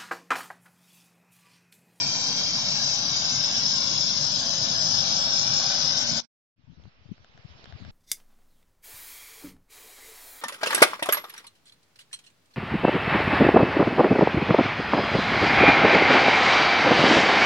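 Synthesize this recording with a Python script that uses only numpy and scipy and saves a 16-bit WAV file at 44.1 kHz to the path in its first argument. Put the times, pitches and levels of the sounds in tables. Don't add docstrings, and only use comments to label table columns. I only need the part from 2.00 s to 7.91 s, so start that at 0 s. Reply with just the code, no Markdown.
import sys
import numpy as np
from scipy import signal
from scipy.fft import dct
from scipy.io import wavfile
from scipy.ndimage import uniform_filter1d

SR = 44100
rng = np.random.default_rng(int(sys.argv[2]) if len(sys.argv) > 2 else 0)


def convert_level_to_amplitude(level_db):
    exponent = np.asarray(level_db, float) / 20
    return 10 ** exponent


def log_audio(samples):
    frames = np.atleast_2d(samples).T
    limited = np.clip(frames, -1, 1)
    pcm = np.round(limited * 32767).astype(np.int16)
    wavfile.write(sys.argv[1], SR, pcm)


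N = 260631
T = np.arange(N) / SR


def evened(x):
    return x / np.sqrt(np.mean(x ** 2))


def on_hz(points, hz):
    f, *columns = np.transpose(points)
    return [np.interp(np.log(hz + 1), np.log(f + 1), column)[:, None] for column in columns]


def on_time(rows, t):
    s, *columns = np.transpose(rows)
    return [np.interp(t, s, column) for column in columns]


def white(size):
    noise = rng.standard_normal((2, N)) * np.sqrt(SR / 2)
    return signal.stft(noise, SR, nperseg=size, noverlap=size * 3 // 4)


def sound(z, size):
    return signal.istft(z, SR, nperseg=size, noverlap=size * 3 // 4)[1][:, :N]


def patches(shape, bins, frames):
    field = uniform_filter1d(rng.standard_normal(shape), int(bins), axis=0)
    return evened(uniform_filter1d(field, int(frames), axis=1))


def port_pair(z, like, lag, hz, echoes=0, clear=0):
    early = (1 - np.abs(clear)) * np.exp(2j * np.pi * hz[:, None] * lag / SR) + clear
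    early = early / (abs(early) + 1e-9)
    like = np.clip(np.maximum(like, .995 * np.abs(clear)), 0, 1)
    rest = (z[1] + echoes * z[0]) / np.sqrt(1 + np.mean(np.abs(echoes) ** 2))
    return np.array([z[0], like * early * z[0] + np.sqrt(1 - like ** 2) * rest])


def wavelet(s, db, hz, ms, phase):
    turn = 2 * np.pi * hz * (T - s) + phase
    swell = np.exp(-(1500 * (T - s) / ms) ** 2)
    return convert_level_to_amplitude(db) * swell * (np.cos(turn) + 0.1 * np.sin(2 * turn))


def air(size=512):
    # (frequency [Hz], left level [dB per Hz], right minus left [dB])
    air_colour = [(296.5, -89.5, -1), (506, -86, -1.5), (1020, -88.5, -1.5), (1780, -90.5, 1.5),
                  (3020, -93.5, 5), (4160, -99, 7.5), (5380, -93.5, -2), (6240, -103, -8), (7040, -114, 0),
                  (7750, -117, -8.5)]
    start_db, rise_db, rise_s, rise_width_s = -66, 9.5, 5.385, 0.2
    hz, t, z = white(size)
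    left_db, right_db = on_hz(air_colour, hz)
    swell_db = start_db + rise_db * (1 + np.tanh((t - rise_s) / rise_width_s)) / 2
    uneven_db = (1.23 + 2.6 * (hz[:, None] / 6000) ** 2) * patches(z[0].shape, 8, 14)
    both_db = left_db + swell_db + 56 + uneven_db
    gain = convert_level_to_amplitude(np.array([both_db - 1.5, both_db + right_db]))
    return sound(gain * port_pair(z, 0.3, -11, hz), size)


def wind(size=1024):
    # (frequency [Hz], left level [dB per Hz], right minus left [dB])
    wind_colour = [(24.9, -100, -1), (50, -60.5, -13), (82, -63, -12), (119.8, -71.5, -14), (181, -68, -21),
                   (274.2, -74.5, -13), (457, -103.5, -12.5)]
    # (time [s], level [dB])
    gusts = [
        (4.55, -7.5),
        (4.8, -14),
        (4.95, -28),
        (5.1, -12),
        (5.3, -20.5),
        (5.65, -14),
        (5.91, -5.5),
    ]
    # (time [s], level [dB], length [ms])
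    puffs = [(4.645, -42.5, 9.9), (4.701, -33, 7.8), (4.726, -45, 9.2), (4.788, -59, 20),
             (4.853, -39, 16.5), (4.879, -37.5, 8.4), (5.02, -47, 17), (5.061, -37.5, 8.6),
             (5.093, -37.5, 3), (5.099, -41, 16), (5.118, -21.5, 5.1), (5.207, -46, 14), (5.352, -48, 8.2),
             (5.396, -44, 10.5), (5.454, -30.5, 8.9), (5.514, -41.5, 23), (5.557, -41.5, 14),
             (5.606, -55, 11), (5.699, -39, 9.8), (5.739, -33, 19), (5.756, -31, 11), (5.824, -36, 7.1),
             (5.851, -40, 5), (5.868, -39, 16), (5.893, -33, 12), (4.682, -34.5, 11), (4.866, -39, 5.4),
             (5.126, -34, 5.1)]
    lee_db, lee_share = -5.5, 0.5
    puff_hz, puff_law = 123, -0.564

    hz, t, z = white(size)
    left_db, right_db = on_hz(wind_colour, hz)
    left_swell_db = on_time(gusts, t)[0]
    right_swell_db = lee_db + lee_share * left_swell_db
    lumps_db = [6.5 * patches(z[0].shape, 24, 3) for _ in z]
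    level_db = np.array([left_db + left_swell_db, left_db + right_db + right_swell_db]) + lumps_db
    out = sound(convert_level_to_amplitude(level_db) * (hz[:, None] < 500) * z, size)
    phases = rng.uniform(0, 2 * np.pi, len(puffs))
    for (s, db, ms), phase in zip(puffs, phases):
        out[0] += wavelet(s, db, puff_hz * (ms / 10) ** puff_law, ms, phase)
    return out


def ticks():
    # (time [s], left level [dB], right level [dB], pitch [Hz], dull push on the right [dB])
    touches = [(4.729, -62, -63, 1550, -73), (4.7988, -68, -60, 947, -47), (4.838, -55, -41, 3320, -52),
               (4.855, -62, -48, 947, -43), (5.18, -40, -62, 1421, -50), (5.246, -34.5, -58, 1507, -50),
               (5.377, -36, -54, 1510, -48), (5.5728, -51, -55, 1280, -62), (5.595, -63, -57, 947, -41),
               (5.6425, -53, -26.5, 4050, -41), (5.657, -28.5, -49.5, 1640, -56),
               (5.7248, -29, -54, 1560, -43), (5.85, -31, -48, 1470, -42), (5.894, -56, -59, 2928, -51)]
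    out = np.zeros((2, N))
    t = np.arange(600) / SR
    for s, left_db, right_db, hz, push_db in touches:
        ring = sum(share * np.sin(2 * np.pi * ratio * hz * t)
                   for ratio, share in [(1, 0.74), (1.95, 0.42), (3.4, .22)])
        snap = 1.33 * np.exp(-t / 0.00082) * np.minimum(t / 0.00046, 1) * ring
        rattle = 0.58 * np.exp(-t / 0.00015) + 0.093 * np.exp(-t / 0.002)
        snap += rattle * rng.standard_normal(600)
        snap = uniform_filter1d(snap, size=5)
        push = 2.7 * convert_level_to_amplitude(push_db) * (1 - t / 0.0014) * np.exp(-t / 0.0013) * np.minimum(t / 0.00038, 1)
        shell = np.minimum(t / 0.0023, 1) * np.exp(-t / 0.0019) * np.sin(2 * np.pi * 660 * t)
        shell *= 0.45 * convert_level_to_amplitude(left_db)
        at = round((s - .0003) * SR)
        out[:, at:at + 600] += convert_level_to_amplitude(np.array([[left_db], [right_db]])) * snap
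        out[:, at:at + 600] += np.outer([.3, 1], push) + np.outer([1, .5], shell)
    return out


def housing():
    hum_hz, hum_s, rise_s, hum_db = 227.3, 3.99, 0.074, -37.5
    turn = 2 * np.pi * hum_hz * T
    tone = np.sin(turn) + convert_level_to_amplitude(-18) * np.sin(2 * turn)
    hum = convert_level_to_amplitude(hum_db) * np.sqrt(2) * tone * np.clip((T - hum_s) / rise_s, 0, 1)
    bump = wavelet(s=4.123, db=-25, hz=140, ms=9, phase=2.3)
    return np.array([0 * T, hum + bump])


def roar(size=4096):
    # (frequency [Hz], level [dB per Hz])
    flame = [(30, -84), (60, -80.5), (95, -70.5), (130, -62), (200, -65.5), (300, -71), (420, -84.5)]
    hz, t, z = white(size)
    level_db = on_hz(flame, hz)[0] + 0.64 + 1.9 * patches(z[0].shape, 6, 4)
    like = .97 - .5 * (hz[:, None] / 400) ** 2
    return sound(convert_level_to_amplitude(level_db) * (hz[:, None] < 430) * port_pair(z, like, 0, hz), size)


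def clear_paths(hz, t, tremor):
    # (start [s], end [s], first centre [Hz], last centre [Hz], width [Hz],
    # strength [0-1, + in step, - opposed])
    other_paths = [(-1, 5, 650, 650, 350, .84), (-1, 5, 1060, 1060, 70, .7),
                   (-1, .45, 1450, 1450, 150, .7), (2.2, 5, 1500, 1500, 170, .45),
                   (1.7, 3.8, 4140, 4140, 110, .9), (1.3, 3.7, 2180, 2180, 330, -.25),
                   (.02, .33, 3510, 3540, 150, -1.4), (.33, .42, 3480, 3480, 50, -1),
                   (.41, .46, 3490, 3490, 130, -1.4), (.46, .55, 3630, 3610, 130, -1.4),
                   (.55, 1.35, 3530, 3580, 50, -.85), (.69, .84, 3470, 3470, 100, -1.1),
                   (.02, .46, 4170, 4120, 75, -1.2), (.44, .52, 4050, 4000, 70, -1.1),
                   (.1, .9, 2600, 2480, 50, -.9), (.66, 1.1, 2050, 2000, 40, -.6),
                   (1.11, 1.31, 2000, 1980, 55, -.75), (1.14, 1.26, 2330, 2390, 60, -.8),
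                   (.87, .96, 2700, 2850, 60, -1), (1.05, 1.45, 2670, 2980, 50, -.9),
                   (1.6, 2.15, 3130, 2970, 70, -1.05), (1.87, 2.05, 1980, 1960, 60, -1),
                   (2.1, 2.42, 1790, 1860, 50, -.9), (3.3, 3.6, 3130, 3170, 60, -1),
                   (3.7, 4.15, 3200, 3450, 60, -.9), (3.93, 4.1, 3480, 3440, 110, -1.2),
                   (3.97, 4.05, 2700, 2730, 50, -.9)]
    # (start [s], end [s], first centre [Hz],
    # last centre [Hz], width [Hz], strength [0-1, - opposed])
    wandering_path = [(1.26, 1.4, 2300, 2300, 50, -.8), (1.34, 1.38, 2400, 2400, 110, -1.2),
                      (1.48, 2.05, 2400, 2420, 60, -.9), (1.52, 1.63, 2450, 2460, 110, -1.2),
                      (1.99, 2.05, 2460, 2440, 100, -1.2), (2.03, 2.09, 2030, 1960, 150, -1.2),
                      (2.05, 2.38, 2380, 2170, 60, -.8), (2.28, 2.38, 2220, 2180, 90, -1),
                      (2.49, 2.52, 2130, 2130, 200, -1.2), (2.52, 2.58, 2290, 2280, 90, -1.1),
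                      (2.62, 2.7, 1950, 1960, 70, -1), (2.69, 2.79, 2300, 2110, 80, -1),
                      (2.8, 2.95, 2180, 2200, 60, -.9), (2.91, 3.07, 2120, 2040, 120, -1.2),
                      (2.96, 2.98, 1880, 1880, 120, -1), (3.07, 3.35, 2100, 2050, 70, -1),
                      (3.22, 3.5, 2500, 2530, 50, -.9), (3.29, 3.35, 2420, 2420, 120, -1.2),
                      (3.35, 3.39, 2160, 2160, 120, -1.2), (3.47, 3.58, 2130, 2120, 120, -1.2),
                      (3.58, 3.66, 1900, 1880, 80, -1), (3.65, 3.95, 2290, 2230, 50, -.8),
                      (3.69, 3.72, 2200, 2200, 110, -1.1), (3.86, 3.95, 2230, 2220, 90, -1),
                      (3.95, 4.15, 2280, 2380, 60, -.9), (4.04, 4.08, 2380, 2380, 100, -1.1)]
    shake_share, edge_s = .004, .02

    pull = np.zeros((len(hz), len(t)))
    near = hz < 4600
    for (start, end, first, last, width, strength), shake in zip(other_paths + wandering_path, tremor):
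        centre = np.interp(t, [start, end], [first, last]) * (1 + shake_share * shake)
        opened = np.clip(np.minimum(t - start, end - t) / edge_s + .5, 0, 1)
        now = opened > 0
        shape = np.exp(-((hz[near, None] - centre[now]) / width) ** 4)
        pull[np.ix_(near, now)] += strength * opened[now] * shape
    return np.clip(pull, -1, 1)


def jet(size=1024):
    # (frequency [Hz], left level [dB per Hz],
    # right minus left [dB], likeness of the ports [0-1])
    hiss_facing = [(420, -80, -1.5, 0.6), (550, -69.5, -5, 0.93), (960, -66.5, -4, 0.86),
                   (1240, -73.5, -5, 1), (1650, -68, -0.5, 0.73), (1990, -77, -1.5, 0.25),
                   (2270, -72, 0.5, 0.2), (2600, -70.5, -3.5, 0.23), (3400, -63, -7, 0.94),
                   (3960, -65, -0.5, 0.059), (4800, -55.5, -5.5, 0.2), (5060, -52.5, -5.5, 0.78),
                   (6090, -54, -7.5, 0.23), (6580, -65, -17.5, 0.08), (6890, -80.5, -1, 0.097)]
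    # (frequency [Hz], left level [dB per Hz],
    # right minus left [dB], likeness of the ports [0-1])
    hiss_turned = [(430, -81.5, -10.5, 0), (558, -66, -4.5, 0.92), (1003, -69, -5.5, 0.4),
                   (1300, -72.5, -0.5, 0), (1550, -67.5, -2, 0.5), (1858, -72.5, -3, 0.7),
                   (2250, -69.5, 0, 0.55), (2560, -73, -4.5, 0.4), (3450, -62.5, -4.5, 0.2),
                   (4254, -63.5, -3.5, 0), (5248, -50, -4.5, 0.4), (6130, -59, -4.5, 0.5),
                   (6663, -63, -11.5, 0.8), (7380, -90.5, -14, 0)]
    # (frequency [Hz], width [Hz], boost [dB])
    gap_ring = [
        (5096, 250, 2),
        (3730, 550, 2),
        (6800, 280, 7.5),
    ]
    # (time [s], delay of the left port [samples], hiss level [dB])
    camera_turn = [
        (0, 5.15, -30),
        (.55, 7.46, -27),
        (.8, 6.73, -28),
        (1.3, 8.7, -26),
        (2.0, 8, -27),
        (2.3, 7.6, -29),
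        (2.95, 9.5, -25.5),
        (3.5, 11.2, -25),
        (3.9, 8.3, -24),
        (4.2, 7.5, -28.5),
    ]
    hz, t, z = white(size)
    shape, pitch = z[0].shape, hz[:, None]
    short = np.clip(pitch / 4000, 0, 1)
    lag, hiss_db = on_time(camera_turn, t)
    shade_db = -2.5 + 0.9 * t
    turned = np.clip((lag - 6.6) / 1.5, 0, 1)
    views = zip(on_hz(hiss_facing, hz), on_hz(hiss_turned, hz))
    left_db, right_db, like = [(1 - turned) * facing + turned * away for facing, away in views]

    grain = patches(shape, 3, 14)
    clear = clear_paths(hz, t, grain[::8]) * np.clip(1.2 + .2 * grain, 0, 1)
    flutter_db = .8 * patches(shape, 12, 11) + 1.1 * short * patches(shape, 80, 2)

    whistle_hz, whistle_width_hz, whistle_db, whistle_right_db = 7470.5, 131.5, -70, -6.5
    start_db, settle_s = 7.5, 0.37
    whistle_level_db = whistle_db + start_db * np.exp(-(t / settle_s) ** 4) + 2 * flutter_db
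    whistle = convert_level_to_amplitude(whistle_level_db) * np.exp(-((pitch - whistle_hz) / whistle_width_hz) ** 2)

    hollow_hz, hollow_width_hz, hollow_s, hollow_length_s, hollow_db = 2196, 330.5, 2.16, 1, -4.5
    hollow = np.exp(-((pitch - hollow_hz) / hollow_width_hz) ** 4 - ((t - hollow_s) / hollow_length_s) ** 4)
    ring_db = sum(db * np.exp(-((pitch - f) / width) ** 2) for f, width, db in gap_ring)
    ring_db = ring_db + hollow_db * hollow

    middle = np.exp(-((pitch - 2400) / 1300) ** 2)
    comb_db = (1.5 + 1.4 * middle) * patches(shape, 2, 170)
    echoes = 0.52 * (patches(shape, 3, 170) + 1j * patches(shape, 3, 170))

    left = convert_level_to_amplitude(left_db + ring_db + (hiss_db + 25.5) * (0.4 + 0.12 * short))
    uneven = 1 - abs(clear) ** 2
    right = left * convert_level_to_amplitude(1.5 * uneven * (right_db - short * shade_db))
    gain = np.array([left + whistle, right + whistle * convert_level_to_amplitude(whistle_right_db)])
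    gain = gain * convert_level_to_amplitude(flutter_db + comb_db) * (pitch > 380)
    return sound(gain * port_pair(z, like, lag, hz, echoes, clear), size)


def edit():
    cut_s, fade_s, fade_length_s, fade_power = 4.204, 4.56, 0.25, 0.73
    # level [dB], end [s], fall [dB per s]
    level_db, end_s, fall = np.array([(-18, 4.221, 4000), (-20, 4.25, 2000)]).T[:, :, None]
    tail_db = level_db - fall * np.maximum(T - end_s, 0)
    fade = np.clip((T - fade_s) / fade_length_s, 0, 1) ** fade_power
    before = convert_level_to_amplitude(-4 * np.clip(1 + (T - cut_s) / .02, 0, 1))
    return np.where(T < cut_s, before, convert_level_to_amplitude(np.maximum(tail_db, -300)) + fade)


def scene():
    low_cut = signal.butter(4, 48, "high", fs=SR, output="sos")
    tent = signal.sosfilt(low_cut, jet() + roar() + housing())
    slope = air() + wind() + ticks()
    return np.where(T < 4.4, tent, slope) * edit()


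def thrifty_rounding(x, pair_db, drop_db, snr_db, chance_db, slope_db=5.5, size=1882):
    bands = np.r_[np.arange(0, 44, 4), np.arange(44, 124, 8), np.geomspace(124, 652, 38).astype(int)]
    window = np.sin(np.pi * (np.arange(2 * size) + .5) / (2 * size))
    padded = np.pad(x, ((0, 0), (size, 2 * size - N % size)))
    frames = np.lib.stride_tricks.sliding_window_view(padded, 2 * size, axis=1)[:, ::size] * window
    a, b, c, d = np.split(frames, 4, axis=2)
    folded = np.concatenate([-c[..., ::-1] - d, a - b[..., ::-1]], axis=2)
    z = dct(folded, type=4, norm="ortho")
    band = np.searchsorted(bands, np.arange(size), "right") - 1
    widths = np.diff(np.r_[bands, size])

    def band_db(v):
        return 10 * np.log10(np.add.reduceat(v ** 2, bands, axis=2) / widths + 1e-30)

    def rotated(v):
        return np.array([v[0] + v[1], v[0] - v[1]]) / np.sqrt(2)

    sum_and_difference_db = uniform_filter1d(band_db(rotated(z)), size=3, axis=1)
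    paired = abs(np.diff(sum_and_difference_db, axis=0)) > pair_db
    paired_bins = paired[..., band]

    apart = abs(np.arange(len(bands))[:, None] - np.arange(len(bands)))
    mask_db = (band_db(z)[:, :, None] - slope_db * apart).max(axis=3)
    mask_db = np.where(paired, mask_db.max(axis=0), mask_db)
    step = convert_level_to_amplitude(mask_db - snr_db + chance_db * patches(mask_db.shape, 1, 2))[..., band]
    step = np.where(paired_bins, step[0], step)
    z = np.where(paired_bins, rotated(z), z)

    need = patches(mask_db.shape, 1, 3) + 1.4 * (bands / 652) ** 3
    starved = (need > 1.15) & (bands > 130) & ~paired
    weaker = uniform_filter1d(band_db(z)[::-1] - band_db(z), size=2, axis=1) > drop_db
    z = np.sign(z) * np.floor(abs(z) / step + 0.36) * step * ~(paired & weaker)[..., band]
    z = z * convert_level_to_amplitude(-10 * starved)[..., band]
    z = np.where(paired_bins, rotated(z), z)

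    u, v = np.split(dct(z, type=4, norm="ortho"), 2, axis=2)
    unfolded = np.concatenate([v, -v[..., ::-1], -u[..., ::-1], -u], axis=2) * window
    first, second = np.split(unfolded, 2, axis=2)
    return (first[:, 1:] + second[:, :-1]).reshape(2, -1)[:, :N]


def cancelled(x, size=1024):
    middle = x.mean(axis=0, keepdims=True)
    hz, t, common = signal.stft(middle, SR, nperseg=size, noverlap=size * 3 // 4)
    opposed = -clear_paths(hz, t, np.zeros((len(hz), len(t))))
    return x - sound(common * np.clip((opposed - .55) / .45, 0, 1), size)


def top_cut(x):
    return signal.sosfilt(signal.butter(12, 7900, fs=SR, output="sos"), x)


def record(dry):
    thin = cancelled(thrifty_rounding(dry, pair_db=4, drop_db=8, snr_db=1.5, chance_db=3.6))
    kept = np.where(T < 4.19, thin, dry)
    treble_cut = signal.firwin(1001, 7660, window=("kaiser", 9), fs=SR)
    running = np.pad(kept, ((0, 0), (500, 500)), "reflect")
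    dull = signal.oaconvolve(running, treble_cut[None], "valid", axes=1)
    offset = np.where(T < 4.4, -.00197, -.0006) * edit()
    return top_cut(dull + offset)


dry = scene()
out = record(dry)
log_audio(out)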